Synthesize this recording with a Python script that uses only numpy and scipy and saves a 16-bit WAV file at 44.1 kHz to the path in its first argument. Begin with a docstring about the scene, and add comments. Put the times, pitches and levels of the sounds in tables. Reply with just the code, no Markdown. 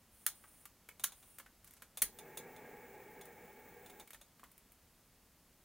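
"""A long-necked butane lighter over a candle in a small, quiet room.
The piezo hammer snaps at 0.3 s and 1.0 s, and the gas only hisses. The trigger spring ticks
under the finger; the plastic case knocks and rubs as the grip shifts. At 2.0 s the third spark
catches with a soft pop, and a small jet flame burns, its whistle rising as the nozzle warms.
At 4.0 s the valve shuts; the neck bumps the candle as it is drawn away."""
import sys
import numpy as np
from scipy import signal
from scipy.fft import rfft, irfft
from scipy.io import wavfile
from scipy.ndimage import uniform_filter1d

SR = 44100
rng = np.random.default_rng(int(sys.argv[2]) if len(sys.argv) > 2 else 0)


def output_pcm(signal):
    """Save a mono or channel-first signal as 16-bit PCM at the path in sys.argv[1].

    Samples are clipped to [-1, 1] before scaling.
    """
    pcm = np.clip(np.atleast_2d(signal).T, -1, 1) * 32767
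    wavfile.write(sys.argv[1], SR, np.round(pcm).astype(np.int16))


N = 248843


def gain_of(db):
    """Decibels to amplitude."""
    return 10 ** (np.asarray(db) / 20)


def unit_rms(x):
    """Scales to rms 1."""
    return x / np.sqrt(np.mean(x ** 2) + 1e-20)


def curve_at(points, hz):
    """Interpolates on a log-frequency axis."""
    point_hz, value = np.transpose(points)
    return np.interp(np.log(hz + 1), np.log(point_hz + 1), value)


def add(mix, start_s, sound):
    """Mixes a sound in at start_s."""
    part = mix[round(start_s * SR):][:len(sound)]
    part += sound[:len(part)]


def held(start_s, stop_s, attack_s, release_s):
    """Envelope: exponential rise, hold, exponential release."""
    t = np.arange(N) / SR
    rise = 1 - np.exp(-np.maximum(t - start_s, 0) / attack_s)
    return rise * np.exp(-np.maximum(t - stop_s, 0) / release_s)


def flutter(rate_hz, depth_db, count=1024):
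    """Random gain, wandering up to about rate_hz."""
    hz = np.fft.rfftfreq(count, N / SR / count)
    slow = unit_rms(irfft(rfft(rng.standard_normal(count)) / (1 + (hz / rate_hz) ** 4)))
    return np.interp(np.arange(N), np.linspace(0, N, count), gain_of(depth_db * slow))


def body(spectrum, modes, size=4096):
    """Minimum-phase impulse response of a broad spectrum plus resonances."""
    hz = abs(np.fft.fftfreq(size, 1 / SR))
    power = gain_of(curve_at(spectrum, hz)) ** 2
    for centre_hz, width_hz, db in modes:
        power += gain_of(db) ** 2 / (1 + ((hz - centre_hz) / width_hz) ** 2) ** 2
    log_response = np.conj(signal.hilbert(np.log(power) / 2))
    return np.fft.ifft(np.exp(log_response)).real[:size // 2]


def noise(spectrum, modes=()):
    """Coloured noise, rms 1."""
    response = body(spectrum, modes, size=16384)
    white = rng.standard_normal(N + len(response) - 1)
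    return unit_rms(signal.oaconvolve(white, response, "valid"))


# room tone: (frequency [Hz], level [dB])
AIR_SPECTRUM = [(12, -49), (20, -5.5), (64, -3), (140, -9.5), (175, -8), (245, -8), (324, -14),
                (725, -16.5), (1380, -19.5), (4430, -24.5), (15500, -23.5)]

def still_room(air_db=-67.5, whine_hz=10374, whine_db=-91):
    """Soft rumble and hiss, with a faint electrical whine."""
    whine = np.sin(2 * np.pi * whine_hz * np.arange(N) / SR)
    return gain_of(air_db) * noise(AIR_SPECTRUM) + gain_of(whine_db) * whine


# room decay: (frequency [Hz], t60 [s])
ROOM_DECAY = [(200, 0.73), (1500, 0.17), (4000, 0.21), (9000, 0.14), (15000, 0.052)]

def reflections(near_db=-6.5, near_t60_s=0.11, echoes_per_s=4000, tail_db=-12, gap_s=.0025):
    """Quick echoes off table and arms, and a short tail whose treble dies first; new on each call."""
    t = np.arange(SR // 4) / SR
    hz, frame_s, frames = signal.stft(rng.standard_normal(len(t)), SR, nperseg=256)
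    fade = gain_of(-60 * frame_s / curve_at(ROOM_DECAY, hz)[:, None])
    tail = signal.istft(frames * fade, SR, nperseg=256)[1][:len(t)]
    spikes = rng.choice([-1, 1], len(t)) * (rng.random(len(t)) < echoes_per_s / SR)
    near = spikes * gain_of(-60 * t / near_t60_s)
    echo = gain_of(near_db) * near / np.linalg.norm(near)
    echo += gain_of(tail_db) * tail / np.linalg.norm(tail)
    return np.pad(echo, (round(gap_s * SR), 0))


def in_room(sound):
    """A short sound plus its reflections."""
    wet = signal.fftconvolve(sound, reflections())
    add(wet, 0, sound)
    return wet


def contact(decay_s, size=2048, smooth_bins=56):
    """Dying chatter between two hard parts, spectrally flattened."""
    t = np.arange(size) / SR
    burst = rfft(rng.standard_normal(size) * np.exp(-t / max(decay_s, 1 / SR)), 2 * size)
    smooth_power = uniform_filter1d(abs(burst) ** 2, smooth_bins)
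    return irfft(burst / np.sqrt(smooth_power))[:size]


# low, middle and high band of a click: (from [Hz], to [Hz])
CLICK_BANDS = [(60, 2500), (2500, 7500), (7500, 15900)]
BAND_FILTERS = [signal.butter(4, edges_hz, "band", fs=SR, output="sos") for edges_hz in CLICK_BANDS]

def click(response, decay_s, db, bright_db, middle_db):
    """A contact rings a body. Brightness is high band minus low; band levels are rms over 10 ms."""
    ring = signal.fftconvolve(contact(decay_s), response)
    bands = [signal.sosfilt(sos, ring) for sos in BAND_FILTERS]
    gains = gain_of([db - bright_db / 2, db + middle_db, db + bright_db / 2])
    shaped = sum(gain * band / np.linalg.norm(band) for gain, band in zip(gains, bands))
    return in_room(np.sqrt(SR / 100) * shaped)


def thuds(rows):
    """Soft blows, one damped mode each."""
    t, out = np.arange(SR // 3) / SR, np.zeros(N)
    for start_s, hz, db, t60_s in rows:
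        mode = gain_of(db - 60 * t / t60_s) * np.sin(2 * np.pi * hz * t)
        add(out, start_s, in_room(mode))
    return out


# finger friction: (frequency [Hz], level [dB])
RUB_SPECTRUM = [(500, -4), (2000, 0.5), (5000, -4), (8000, 2), (15000, -6)]

def finger_rub(db=-67.5):
    """Fingers slide unevenly on the case."""
    slide = gain_of(db) * held(start_s=1.643, stop_s=1.768, attack_s=.035, release_s=.022)
    return slide * flutter(rate_hz=52, depth_db=4) * noise(RUB_SPECTRUM)


# plastic case: (frequency [Hz], level [dB])
CASE_SPECTRUM = [(200, -10.5), (700, -6.5), (950, -5.5), (1300, 0), (2100, -1.5), (2600, -8.5),
                 (3200, -5.5), (5000, -11), (7000, -8), (10000, 1), (15500, 2.5)]
# case and trigger knocks: (time [s], level [dB], brightness [dB], case ring [Hz])
CASE_KNOCKS = [(.439, -67.5, -14, 1160), (0.6547, -57.5, 7, 1210), (.888, -56, -1.5, 2250),
               (1.385, -55.5, 7, 1520), (1.3983, -58, -2, 1280), (1.461, -67, -12.5, 1550),
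               (1.6447, -66.5, 12, 1190), (1.6751, -68.5, 12, 2160), (1.709, -68.5, 14, 2100),
               (1.737, -69, 15, 2130), (1.821, -56.5, 0.5, 1490), (3.255, -65, 12, 1500),
               (4.075, -64.5, 5, 2240), (4.1055, -58.5, 5.5, 2170), (4.145, -60, -1.5, 1720),
               (4.395, -68, -5, 1280), (4.438, -62, -3, 1130), (4.5162, -73.5, 18, 2160),
               (4.579, -69.5, 15, 2270), (4.72, -71.5, 15, 2300)]

def case_knocks(dull_decay_s=0.0049, shortening=0.36, ring_width_hz=200, ring_db=3):
    """The case knocks in the hand; a brighter knock is a harder, shorter contact."""
    out = np.zeros(N)
    for start_s, db, bright_db, ring_hz in CASE_KNOCKS:
        case = body(CASE_SPECTRUM, [(ring_hz, ring_width_hz, ring_db)])
        decay_s = dull_decay_s * gain_of(-shortening * max(bright_db, 0))
        add(out, start_s, click(case, decay_s, db, bright_db, middle_db=-5.5))
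    return out


# neck on candle: (time [s], frequency [Hz], level [dB], t60 [s])
CANDLE_BUMP = [(4.4328, 1115, -45, 0.018)]

def candle_bump():
    """The neck bumps the candle as it is drawn away."""
    return thuds(CANDLE_BUMP)


# trigger spring: (frequency [Hz], level [dB])
SPRING_SPECTRUM = [(200, -30.5), (650, -5.5), (1800, -13.5), (2600, -12), (3300, -14.5), (5200, -14),
                   (9500, -13), (15500, -14.5)]
# its modes: (frequency [Hz], width [Hz], level [dB])
SPRING_RESONANCES = [(3440, 104, 0), (3700, 84, 0), (4020, 190, -7), (6570, 68, -1.5), (8150, 100, -18),
                     (9870, 720, -8), (12900, 100, -18), (14700, 500, -10)]
# its slips: (time [s], level before trim [dB])
SPRING_SLIPS = [(.996, -56), (1.121, -59.5), (1.227, -66.5), (1.9725, -48.5), (2.1875, -55),
                (2.3727, -48.5), (2.563, -63), (3.212, -59), (3.861, -61), (3.898, -61.5), (3.9975, -57),
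                (4.132, -58), (4.213, -61)]

def trigger_spring(trim_db=-2.0, decay_s=0.0067, usual_db=-57.5, usual_bright_db=4.5, bright_slope=0.55):
    """The spring slips with a thin ping; harder slips are brighter."""
    out, spring = np.zeros(N), body(SPRING_SPECTRUM, SPRING_RESONANCES)
    for start_s, db in SPRING_SLIPS:
        bright_db = usual_bright_db + bright_slope * (db - usual_db)
        add(out, start_s, click(spring, decay_s, db + trim_db, bright_db, middle_db=-0.85))
    return out


# lighter shell: (frequency [Hz], level [dB])
SHELL_SPECTRUM = [(150, -29.5), (550, -18.5), (950, -12), (1300, -4), (2000, -4), (2500, -12.5), (3200, -3),
                  (4100, -2), (5100, -9), (6500, 1), (7500, -4), (10000, 11), (12400, 7), (15500, 5.5)]
# its modes: (frequency [Hz], width [Hz], level [dB])
SHELL_RESONANCES = [(3500, 220, -12), (9400, 100, 0.5), (8900, 120, -1), (9800, 150, -9), (11300, 300, 5),
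                    (13320, 200, -1), (14900, 190, 19)]
# snaps: (time [s], level [dB], brightness [dB], middle offset [dB], bounce delay [s],
#         case ring [Hz], drag offset [dB])
HAMMER_SNAPS = [(.2646, -40, 12, -4, .001, 1360, -33), (1.0401, -41, 11, -1.5, .0014, 1530, -7.5),
                (2.0197, -38, 16.5, -5.5, .0022, 2080, -38)]

def piezo_hammer(drag_s=.0025, drag_decay_s=0.0014, blow_decay_s=0.00092, ring_width_hz=260, ring_db=2):
    """The hammer drags, strikes the shell, bounces once, then settles with a softer, duller blow."""
    out = np.zeros(N)
    for strike_s, db, bright_db, middle_db, bounce_s, ring_hz, drag_db in HAMMER_SNAPS:
        shell = body(SHELL_SPECTRUM, [*SHELL_RESONANCES, (ring_hz, ring_width_hz, ring_db)])
        dull_db = bright_db - 3.5
        settle_s = strike_s + 2.4 * bounce_s
        add(out, strike_s - drag_s, click(shell, drag_decay_s, db + drag_db, dull_db, middle_db))
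        add(out, strike_s, click(shell, blow_decay_s, db, bright_db, middle_db))
        add(out, strike_s + bounce_s, click(shell, blow_decay_s, db + 0.5, bright_db, middle_db))
        add(out, settle_s, click(shell, blow_decay_s, db - 6, dull_db, middle_db=2))
    return out


# unlit gas: (frequency [Hz], level [dB])
GAS_SPECTRUM = [(800, -11.5), (3300, -13.5), (4600, -29), (6500, -16), (7600, -12), (8700, -9.5),
                (10000, -8.5), (11400, -3), (12500, -12), (14000, -10), (15500, -2.5)]
# its resonances: (frequency [Hz], width [Hz], level [dB])
GAS_RESONANCES = [(8750, 330, -3.5), (9370, 280, 2.5), (10450, 210, -0.5)]
# valve openings: (open [s], close [s], level [dB])
UNLIT_PUFFS = [(0.094, 0.63, -63.5), (1.03, 1.365, -63.5), (2.03, 2.098, -57)]

def unlit_gas(attack_s=.05, release_s=0.016):
    """Cold gas hisses while the trigger holds the valve open."""
    flow = sum(gain_of(db) * held(open_s, close_s, attack_s, release_s)
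               for open_s, close_s, db in UNLIT_PUFFS)
    return flow * noise(GAS_SPECTRUM, GAS_RESONANCES)


LIT_S, OUT_S = HAMMER_SNAPS[-1][0], 4.03  # last spark catches; valve shuts
FLAME_AGE_S = np.maximum(np.arange(N) / SR - LIT_S, 0)

# hiss under the whistle: (frequency [Hz], level [dB])
JET_SPECTRUM = [(1500, -1), (3500, -0.5), (4600, -16), (6500, -0.5), (9500, -3), (12300, -5), (15000, -0.5)]

def jet_whistle(db=-68, hiss_db=-3, cold_hz=14700, warm_hz=15450, warming_s=.5, width_hz=650):
    """The lit jet narrows to a very high, fuzzy whistle that rises as the nozzle warms."""
    hz = warm_hz + (cold_hz - warm_hz) * np.exp(-FLAME_AGE_S / warming_s)
    carrier = np.exp(2j * np.pi * np.cumsum(hz) / SR)
    pole = np.exp(-2 * np.pi * width_hz / SR)
    white = rng.standard_normal(N) + 1j * rng.standard_normal(N)
    fuzz = signal.lfilter([1], [1, -2 * pole, pole * pole], white)
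    jet = unit_rms((carrier * fuzz).real) + gain_of(hiss_db) * noise(JET_SPECTRUM)
    return gain_of(db) * held(LIT_S, OUT_S, attack_s=.08, release_s=0.019) * jet


# flame rush: (frequency [Hz], level [dB])
RUSH_SPECTRUM = [(50, -29.5), (120, -10), (230, -9.5), (500, -9), (600, -9), (900, -16), (1080, -17),
                 (1400, -17), (2300, -17), (2650, -20), (3000, -32.5), (4500, -49)]
# nozzle modes: (frequency [Hz], width [Hz], level [dB])
NOZZLE_RESONANCES = [(165, 12, -5), (235, 24, -3.5), (405, 33, 2), (479.6, 27, 1.5), (746, 17, -3.5),
                     (845, 41.4, 0.5), (1647, 40, -5), (1837, 60, -8.5), (2135, 18, -6.5), (2264, 63, -7.5)]
# gas catching: (time [s], frequency [Hz], level [dB], t60 [s])
IGNITION_POP = [(2.02, 45.5, -56, 0.27), (2.022, 137, -64, 0.073), (2.022, 233, -50, 0.055),
                (2.022, 362, -50, 0.06)]
# pushes opening the valve further: (time after ignition [s], added flow before sag [dB])
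TRIGGER_PUSHES = [(0, -65.5), (.165, -58.5), (.35, -60), (1.97, -61)]

def flame(flare_db=-55.5, flare_decay_s=0.019, sag_db=12, sag_s=1.56):
    """The gas lights with a pop and a flare; turbulence sounds the nozzle, sagging as it burns."""
    flow = sum(gain_of(db) * held(LIT_S + after_s, OUT_S, attack_s=.015, release_s=.014)
               for after_s, db in TRIGGER_PUSHES)
    flare = gain_of(flare_db) * (FLAME_AGE_S > 0) * np.exp(-FLAME_AGE_S / flare_decay_s)
    sag = gain_of(-sag_db * (1 - np.exp(-FLAME_AGE_S / sag_s)))
    pop = thuds(IGNITION_POP)
    rush = flutter(rate_hz=14, depth_db=0.95) * noise(RUSH_SPECTRUM, NOZZLE_RESONANCES)
    return pop + (flare + flow * sag) * rush


def scene(side_db=-9, side_middle_db=5, side_above_hz=4100):
    """All sources centred; only treble reflections spread to the sides, most around 5 kHz."""
    mid = piezo_hammer() + trigger_spring() + case_knocks() + finger_rub() + candle_bump() + flame()
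    mid += (jet_whistle() + unlit_gas()) * flutter(rate_hz=50, depth_db=1.56)
    mid += still_room()
    spread = gain_of(side_db) * signal.oaconvolve(mid, reflections())[:N]
    spread += gain_of(side_middle_db) * signal.sosfiltfilt(BAND_FILTERS[1], spread)
    highpass = signal.ellip(8, 1, 60, side_above_hz, "high", fs=SR, output="sos")
    side = signal.sosfilt(highpass, spread)
    return np.array([mid + side, mid - side])


def record(dry):
    """Low-pass at 15.9 kHz."""
    lowpass = signal.firwin(401, 15900, window=("kaiser", 7), fs=SR)
    return signal.oaconvolve(dry, lowpass[None], "same")


dry = scene()
out = record(dry)
output_pcm(out)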